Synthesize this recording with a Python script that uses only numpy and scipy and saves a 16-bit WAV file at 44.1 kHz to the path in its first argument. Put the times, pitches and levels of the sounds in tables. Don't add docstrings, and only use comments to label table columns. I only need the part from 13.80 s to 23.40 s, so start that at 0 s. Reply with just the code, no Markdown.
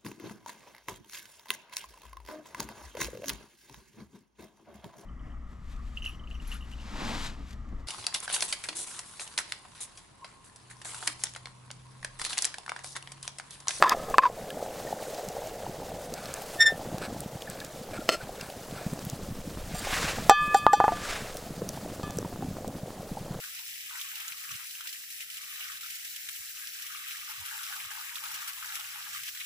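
import sys
import numpy as np
from scipy import signal
from scipy.io import wavfile
from scipy.ndimage import uniform_filter1d

SR = 44100
rng = np.random.default_rng(int(sys.argv[2]) if len(sys.argv) > 2 else 0)


def persist_wave(psi):
    counts = np.round(np.clip(psi, -1, 1) * 32767).astype(np.int16)
    wavfile.write(sys.argv[1], SR, np.atleast_2d(counts).T)


N = 423360


def from_db(db):
    return 10 ** (np.asarray(db) / 20)


def rms_one(x):
    return x / np.sqrt(np.mean(x ** 2) + 1e-20)


def in_time(rows):
    s, *columns = np.transpose(rows)
    return [np.interp(np.arange(N) / SR, s, column) for column in columns]


def drift(rate):
    step = 40
    r = np.exp(-2 * np.pi * rate * step / SR)
    white = rng.standard_normal(N // step + 2002)
    slow = signal.lfilter([1], [1, -2 * r, r * r], white)[2000:]
    return np.interp(np.arange(N) / step, np.arange(len(slow)), rms_one(slow))


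def ring(clicks, hz, t60):
    r = 1000 ** (-1 / (t60 * SR))
    w = 2 * np.pi * min(hz, SR / 2.2) / SR
    return signal.lfilter([0, np.sin(w)], [1, -2 * r * np.cos(w), r * r], clicks + 1e-18)


def clicks_at(seconds, db):
    out = np.zeros(N)
    out[np.round(np.array(seconds) * SR).astype(int)] = from_db(db)
    return out


def random_clicks(per_s, spread_db):
    sizes = from_db(spread_db * np.minimum(rng.exponential(1, N), 5))
    signs = rng.choice([-1, 1], N)
    return sizes * signs * (rng.random(N) < per_s / SR)


def grains(per_s, low_hz, high_hz, cycles, spread_db, count=14):
    clicks, dealt = random_clicks(per_s, spread_db), rng.integers(0, count, N)
    out = 0
    for k, hz in enumerate(np.geomspace(low_hz, high_hz, count)):
        once = ring(clicks * (dealt == k), hz, cycles / hz)
        out = out + hz * ring(once, hz, cycles / hz)
    return rms_one(out)


def blips(events, cycles, rise):
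    out = np.zeros(N + SR)
    for s, db, hz in events:
        u = np.arange(int(6 * cycles / hz * SR)) * hz / SR / cycles
        swell = np.e * 2 * u * np.exp(-2 * u)
        tone = np.sin(2 * np.pi * cycles * u * (1 + rise * u))
        at = round(s * SR)
        out[at:at + len(u)] += from_db(db) * swell * tone
    return out[:N]


def bursts(seconds, db, centres_hz, t60, width=0.87):
    out, n = np.zeros(N + SR), round(.12 * SR)
    fade = 1000 ** (-np.arange(n) / SR / t60)
    for s, gain, hz in zip(seconds, from_db(db), centres_hz):
        band = [hz * width, min(hz / width, SR / 2.2)]
        sos = signal.butter(1, band, "band", fs=SR, output="sos")
        puff = signal.sosfilt(sos, rng.standard_normal(n) * fade)
        at = round(s * SR)
        out[at:at + n] += gain * puff / np.abs(puff).max()
    return out[:N]


def coloured(spectrum, patchy_db):
    out, together, edges = 0, drift(25), 250 * 2 ** np.arange(0, 6.6, .5)
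    white, (hz, db) = rng.standard_normal((2, N)), np.transpose(spectrum)
    for k, (low, high) in enumerate(zip(edges, edges[1:])):
        sos = signal.butter(2, [low, min(high, SR / 2.2)], "band", fs=SR, output="sos")
        band = signal.sosfilt(sos, white[k % 2])
        level_db = np.interp(np.log(low * high) / 2, np.log(hz), db)
        flicker_db = patchy_db * (together + 0.65 * drift(31))
        out = out + band * from_db(level_db + flicker_db)
    return rms_one(out)


def strokes_db(rows, edges_s):
    t, (s, hold_s, db) = np.arange(N) / SR, np.array(rows).T[:3, :, None]
    before, after = np.maximum(s - t, 0), np.maximum(t - s - hold_s, 0)
    return db - 20 * (before / edges_s[0] + after / edges_s[1])


def strokes(rows, edges_s):
    return from_db(np.maximum(strokes_db(rows, edges_s).max(axis=0), -200))


def struck_and_dragged(modes, blows, drag_gain, slips_per_s):
    def body(force):
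        return sum(from_db(db) * ring(force, hz, t60) for hz, db, t60 in modes)

    slips = rms_one(body(random_clicks(slips_per_s, spread_db=2.8) * from_db(2.5 * drift(40))))
    force = np.zeros(N)
    for s, db, contact_ms in blows:
        push = np.hanning(2 + max(round(contact_ms * SR / 1000), 1))
        at = round(s * SR)
        force[at:at + len(push)] += from_db(db) * push / push.sum()
    return body(force) / 2 + drag_gain * slips


def microphone_hiss():
    return from_db(-56) * rng.standard_normal((2, N))


def rumble(wind_db):
    low = grains(300, 15.5, 114, cycles=8.7, spread_db=-1.5, count=7)
    return from_db(wind_db + 2.6 * drift(1.3)) * low


def flames(flame_db):
    # t/s, peak level/dB, pitch f/Hz
    flame_puffs = [(2.925, -31, 229), (3.143, -25, 172), (3.326, -26, 223), (3.46, -26.5, 177),
                   (4.191, -25.5, 258), (4.925, -30.5, 222), (5.064, -20, 165), (5.129, -21.5, 195),
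                   (5.267, -26, 144), (5.332, -27.5, 182), (5.941, -25.5, 155), (6.678, -24.5, 180),
                   (7.778, -28, 181), (8.236, -25, 133), (8.37, -23, 159), (8.457, -28, 153),
                   (8.592, -27.5, 168), (8.684, -24.5, 162), (8.874, -27, 176), (9.032, -26, 150),
                   (9.197, -31.5, 162), (9.316, -25, 162), (9.508, -25.5, 139)]
    flutter = grains(200, 132.0, 331, cycles=4.0, spread_db=0.5)
    flutter *= from_db(flame_db + 4.3 * drift(15.7))
    return flutter + blips(flame_puffs, cycles=0.81, rise=0.02)


def wood_pops(flame_db):
    # t/s, click level before filtering/dB
    pop_events = [(4.885, -25), (7.819, -21.5), (7.907, -30), (8.387, -22), (8.428, -19.5), (8.448, -20.5),
                  (8.624, -21), (8.846, -22), (9.105, -21.5), (9.549, -27)]
    clicks = clicks_at(*np.transpose(pop_events))
    clicks += from_db(flame_db + 9) * random_clicks(70, spread_db=3.0)
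    dull = signal.sosfilt(signal.butter(2, 1900, fs=SR, output="sos"), clicks)
    return ring(dull, 393, 0.0057) + from_db(-8.5) * ring(dull, 1000, 0.0049)


def embers(hiss_db):
    # f/Hz, level per Hz/dB
    hiss_colour = [(530, -15), (900, -2), (1480, -2.5), (2080, -6.5), (6790, -6.5), (8150, -7.5),
                   (10400, -11), (13000, -15.5), (16000, -11)]
    # t/s, peak level/dB, centre f/Hz
    snap_events = [(0.0947, -4.5, 5100), (0.3, -31, 7350), (0.704, -25.5, 3300), (1.346, -31.5, 5360),
                   (1.487, -26.5, 6560), (1.672, -37, 7500), (2.3392, -24, 5670), (2.457, -28.5, 4000),
                   (2.5401, -22, 6800), (2.6203, -31, 12500), (3.1832, -28.5, 4100), (3.405, -25, 8700),
                   (3.6212, -28.5, 3740), (3.7, -26, 8200), (3.8025, -29.5, 3710), (3.8474, -29.5, 5800),
                   (4.611, -26.5, 5000), (4.7007, -32, 3780), (4.911, -34.5, 3380), (5.1363, -31, 8210),
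                   (5.192, -32, 5180), (5.251, -29, 14200), (5.299, -25, 5860), (7.5436, -35, 6680),
                   (7.5697, -25.5, 6160), (7.8902, -20.5, 5400), (8.307, -28.5, 5800), (8.3713, -29, 7960),
                   (8.386, -23.5, 5800), (8.8784, -31.5, 7640)]
    s, db, hz = np.transpose(snap_events)
    out = from_db(hiss_db) * coloured(hiss_colour, patchy_db=1.55)
    out += bursts(s, db, hz, t60=0.011)
    out += bursts(s, db + 1, 2.6 * np.minimum(hz, 6000), t60=0.0016, width=0.29)
    ticks = grains(220, 2800, 15300, cycles=12.0, spread_db=0.0)
    return out + from_db(hiss_db - 10.5) * ticks


def boiling_stew(boil_db):
    # t/s, peak level/dB, pitch f/Hz
    big_bubbles = [(0.147, -15.5, 580), (0.499, -25, 557), (0.773, -27, 573), (0.805, -27, 606),
                   (0.826, -22.5, 526), (0.862, -26, 634), (1.107, -25, 587), (1.127, -19, 630),
                   (1.225, -25.5, 585), (1.409, -28, 590), (1.567, -24.5, 619), (1.865, -26.5, 716),
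                   (2.921, -23.5, 514), (4.492, -28, 570), (6.071, -23.5, 616), (6.384, -24, 640),
                   (7.819, -24.5, 400), (7.974, -28.5, 695), (8.06, -29, 496), (8.385, -25, 392), ]
    simmer = from_db(boil_db) * grains(600, 470, 807, cycles=7.04, spread_db=3.0)
    fizz = from_db(boil_db - 16) * grains(600, 980, 2220, cycles=9.1, spread_db=3.0)
    return simmer + fizz + blips(big_bubbles, cycles=1.47, rise=0.095)


def sleeve():
    # full speed t/s, hold/s, level/dB
    swish_moves = [(6.13, .16, -31.5), (7.27, 0.04, -33), (7.38, 0.068, -43.5)]
    # f/Hz, level per Hz/dB
    cloth_colour = [(300, -8), (700, -3.5), (1580, 2), (3500, -5), (7630, -8.5), (11000, -20), (16000, -26)]
    return strokes(swish_moves, edges_s=(0.24, 0.2)) * coloured(cloth_colour, patchy_db=1.85)


def late_blips():
    # t/s, peak level/dB, pitch f/Hz
    blip_events = [(8.299, -37, 705), (8.449, -33.5, 820), (8.624, -31.5, 686), (8.844, -37, 775),
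                   (9.37, -30, 740)]
    return blips(blip_events, cycles=4.1, rise=0.073)


def bail_squeak():
    # full grip t/s, hold/s, level/dB, pitch f/Hz
    bail_slips = [(2.808, 0.018, -15, 1812), (2.862, 0.012, -16, 1792)]
    # multiple of the pitch, relative level/dB
    harmonics = [(1, 4), (2, -4), (3, -5.5), (4, -14), (5, -24), (6, -31), (7, -40), (8, -41)]
    sharpness_at_full_db, sharpness_follows = 1.5, 0.4
    settle_samples = round(0.0037 * SR)

    slips_db = strokes_db(bail_slips, edges_s=(.014, 0.043))
    slip_hz = np.array(bail_slips)[slips_db.argmax(axis=0), -1]
    db = uniform_filter1d(slips_db.max(axis=0), size=settle_samples)
    hz = uniform_filter1d(slip_hz, size=settle_samples)
    sharp_db = sharpness_at_full_db + sharpness_follows * (db - db.max())
    phase = 2 * np.pi * np.cumsum(hz * (1 + 0.0045 * drift(40))) / SR
    tones = 0
    for k, level_db in harmonics:
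        waver_db = min(k - .6, 2) * 1.5 * drift(70) + 1.5 * drift(300)
        tone_db = level_db + min(k - 1, 3) * sharp_db + waver_db
        tones = tones - from_db(tone_db) * np.cos(k * phase)
    return from_db(db) * tones


def bowl_scraping():
    # t/s, push level/dB, contact/ms
    bowl_hits = [(0.025, 9, .1), (0.383, 9.5, .1)]
    # full contact t/s, hold/s, level/dB
    bowl_scrapes = [(.032, 0.0044, -13), (.055, 0.067, -21), (.112, 0.016, -19), (.15, 0.177, -47),
                    (.421, 0.037, -24)]
    # f/Hz, relative level/dB, t60/s
    bowl_modes = [(1073, -19.5, 0.22), (1260, -0.5, 0.018), (1700, -6, 0.018), (2000, -12, 0.0065),
                  (2540, -21, 0.041), (3200, -17.5, 0.0075), (3540, -16, 0.01), (4630, -13.5, 0.006),
                  (6000, -25, 0.0024), (7950, -34, 0.0059)]
    # t/s, peak level/dB, pitch f/Hz, cycles rung
    soft_touches = [(0.029, -8, 1077, 7.6), (0.044, -6, 1120, 5.2), (0.055, -9.5, 1016, 9.8),
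                    (0.119, -11, 1070, 5.4), (0.341, -15, 1095, 5.5), (.388, 2.5, 1047, 5.5),
                    (.434, -6.5, 1095, 10), (.453, -6, 995, 9.9)]
    drag_gain = strokes(bowl_scrapes, edges_s=(0.0078, 0.024))
    out = struck_and_dragged(bowl_modes, bowl_hits, drag_gain, slips_per_s=5000)
    for s, db, hz, cycles in soft_touches:
        out += blips([(s, db, hz)], cycles=cycles, rise=-0.0017)
    s, db, hz, _ = np.transpose(soft_touches)
    out += blips(zip(s, db - 9.5, 1.53 * hz), cycles=4.2, rise=-.002)
    return out + bursts(s, db - 18, 2.34 * hz, t60=0.052, width=0.92)


def rim_blow():
    # t/s, push level/dB, contact/ms
    rim_hits = [(4.291, -3.5, 0.087), (4.292, -12, 0.16), (4.297, -7.5, 0.085), (4.342, -31, 0.12)]
    # full contact t/s, hold/s, level/dB
    rim_scrape = [(4.292, .055, -24.5)]
    # f/Hz, relative level/dB, t60/s
    rim_modes = [(619, 5, 0.015), (1377, -3.5, 0.046), (2020, -1, 0.0076), (2690, -1.5, 0.011),
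                 (3050, -2.5, .012), (3580, -7, 0.0071), (4320, -3, 0.029), (5100, -0.5, 0.012),
                 (6130, -6, 0.012), (6900, -9, .005), (7740, -2, 0.0045), (10500, -17, 0.0013)]
    drag_gain = strokes(rim_scrape, edges_s=(0.0078, 0.024))
    return struck_and_dragged(rim_modes, rim_hits, drag_gain, slips_per_s=6000)


def stirring():
    # full contact t/s, hold/s, level/dB
    wall_rubs = [(2.36, 0.21, -47), (3.22, 0.035, -43), (3.67, .18, -52), (4.14, 0.033, -42.5),
                 (4.37, 0.046, -45), (4.6, 0.062, -46.5), (4.96, 0.064, -46.5)]
    # f/Hz, relative level/dB, t60/s
    wet_modes = [(1530, -6.5, 0.01), (1705, -9, 0.019), (2380, -1, 0.0044), (4100, 5, 0.0011),
                 (7900, -5.5, 0.0032)]
    # t/s, peak level/dB, pitch f/Hz
    wall_ticks = [(0.7038, -39, 1670), (1.0703, -39.5, 1820), (3.674, -35.5, 1720), (3.8137, -38.5, 1680),
                  (4.1755, -35.5, 1370), (4.2098, -41, 1370), (4.4064, -36.5, 1490), (4.6104, -36, 2710),
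                  (4.9781, -41, 1400)]
    rub_gain = strokes(wall_rubs, edges_s=(0.053, .07))
    rubs = struck_and_dragged(wet_modes, [], rub_gain, slips_per_s=3000)
    return rubs + blips(wall_ticks, cycles=10.3, rise=0.005)


def spoon():
    contacts = bowl_scraping() + rim_blow() + stirring()
    return signal.sosfilt(signal.butter(2, 320, "high", fs=SR, output="sos"), contacts)


def handle_rattle():
    # full strength t/s, hold/s, level/dB
    rattle_moves = [(5.97, 0.02, -40), (6.63, 0.03, -44), (6.77, 0.009, -37.5), (6.95, 0.0078, -45)]
    # f/Hz, relative level/dB, t60/s
    handle_modes = [(4800, 0, 0.011), (7400, -2, 0.018), (8660, 0, .015), (12900, -4, .008)]
    rattle_gain = strokes(rattle_moves, edges_s=(0.035, 0.02))
    return struck_and_dragged(handle_modes, [], rattle_gain, slips_per_s=720)


def pan_wall(s, ring_db, bright_db, kept):
    wall_hz = [1193, 1201, 1720, 1726.5, 2531, 3155, 3506, 4221, 4646, 5900, 6024, 7289, 7660]
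    wall_signs = [1, 1, 1, -1, 1, 1, 1, 1, 1, 1, 1, 1, 1]
    # relative level/dB, t60/s
    wall_modes = [(2.5, 0.65), (-7, 0.61), (-3.5, 0.69), (-21.5, 1.78), (-11, 0.93), (-11.5, 0.39),
                  (-12, 0.42), (-21, 0.21), (-15, 0.31), (-12, 0.15), (-26, 0.17), (-10, 0.077),
                  (-9.5, 0.072)]
    out, at = np.zeros(N), np.round(s * SR).astype(int)
    for hz, sign, (db, t60) in zip(wall_hz, wall_signs, wall_modes):
        state = 0
        pole = 1000 ** (-1 / (t60 * SR)) * np.exp(2j * np.pi * hz / SR)
        pushes = from_db(ring_db + db + bright_db * np.log2(hz / 1200))
        shares = np.clip(kept, 0, 1) ** ((hz / 1200) ** 0.31)
        for start, stop, push, share in zip(at, [*at[1:], N], pushes, shares):
            turn = 1j * state / abs(state) if abs(state) > push else 1
            first = share * state + sign * push * turn
            swing = first * pole ** np.arange(min(stop - start, SR) + 1)
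            out[start:start + len(swing) - 1] += swing[:-1].imag
            state = swing[-1]
    return out


def pan():
    # t/s, base knock level/dB, base pitch f/Hz, edge thud level/dB,
    # wall ring level at 1200 Hz/dB, brightness/dB per octave, share of ring kept at 1200 Hz
    pan_touches = [(5.947, -34, 723, -43, -50, 6, .9), (6.496, 0.5, 828, 6, -8.5, 1.5, .9),
                   (6.508, 3.5, 782, -20, -26, 2, 0.79), (6.745, -7, 785, -23, -33, 4, 0.79),
                   (6.866, -12.5, 874, 2, -15, -11.5, 0.18), (6.932, -4, 810, -25, -37.5, 7.5, 0.28),
                   (7.002, -38, 816, -2, -24, -5.5, 0.21), (7.005, -12.5, 780, -36, -57, -9, 0.85),
                   (7.041, -13, 827, -7, -29, -5, 0.3), (7.0807, -30, 784, -7, -31, -6.5, 0.26),
                   (7.085, -20, 862, -27, -68, -5, 0.55), (7.121, -25.5, 700, -18, -38.5, -2, 0.17),
                   (8.232, -53, 780, -27, -41.5, 1, .9), (8.305, -43, 780, -36, -55, 3, .3)]
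    s, knock_db, knock_hz, thud_db, ring_db, bright_db, kept = np.transpose(pan_touches)
    knock = blips(zip(s, knock_db, knock_hz), cycles=7.7, rise=0.006)
    knock += blips(zip(s, knock_db - 13, 0.584 * knock_hz), cycles=2.5, rise=0.0022)
    knock += blips(zip(s, knock_db - 20, 1493 + 0 * s), cycles=12.0, rise=.002)
    knock += blips(zip(s, knock_db - 15.5, 1780 + 0 * s), cycles=5.5, rise=.002)
    thud = blips(zip(s, thud_db, knock_hz), cycles=1.0, rise=0.051)
    grit_hz = 4460
    grit_db = ring_db + bright_db * np.log2(grit_hz / 1200) - 2.5
    grit = bursts(s, grit_db, grit_hz + 0 * s, t60=0.085, width=0.89)
    grit += bursts(s, grit_db + 11.5, 4000 + 0 * s, t60=0.0013, width=0.43)
    return knock + thud + grit + pan_wall(s, ring_db, bright_db, kept)


def scene():
    # t/s, boil level/dB, flame flutter level/dB,
    # steam and ember hiss level/dB, rumble of wind and fire level/dB
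    fire_levels = [(0.0, -36.5, -50.5, -47, -52), (0.51, -39.5, -50, -50.5, -57),
                   (1.2, -39, -54, -46.5, -64), (2.35, -41.5, -49, -50, -52), (2.62, -41.5, -53, -45, -59),
                   (3.23, -42, -42.5, -51, -61), (3.58, -45.5, -50, -50, -58), (4.78, -45.5, -52, -50, -56),
                   (5.21, -47, -46, -48, -53), (5.78, -50.5, -43, -50, -47), (6.17, -43.5, -45, -42, -42),
                   (6.6, -45, -45, -45.5, -46), (6.92, -51, -44.5, -52, -61), (7.3, -45, -46.5, -48.5, -43),
                   (7.97, -46.5, -44.5, -49, -64), (8.61, -46.5, -41, -51, -52), (9.04, -46, -47, -52, -57),
                   (9.6, -46, -45, -50.5, -54)]
    boil_db, flame_db, hiss_db, wind_db = in_time(fire_levels)
    fire = rumble(wind_db) + flames(flame_db) + wood_pops(flame_db) + embers(hiss_db)
    pot = boiling_stew(boil_db) + bail_squeak()
    cooking = sleeve() + spoon() + handle_rattle() + pan()
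    return microphone_hiss() + fire + pot + late_blips() + cooking


def record(dry):
    limit_db, attack_s = -7, 0.0028
    excess_falls_db_per_s = 69
    over_db = np.maximum(20 * np.log10(np.abs(dry).max(axis=0) + 1e-9) - limit_db, 0)
    creep_db = excess_falls_db_per_s * np.arange(N) / SR
    held_db = np.maximum.accumulate(over_db + creep_db) - creep_db
    r = np.exp(-1 / (attack_s * SR))
    smooth_db = signal.lfilter([1 - r], [1, -r], held_db)
    clipped = np.clip(dry * from_db(-.8 * smooth_db), -1, 1)
    top_cut = signal.cheby2(18, 75, 16800, fs=SR, output="sos")
    return signal.sosfilt(top_cut, clipped)


dry = scene()
out = record(dry)
persist_wave(out)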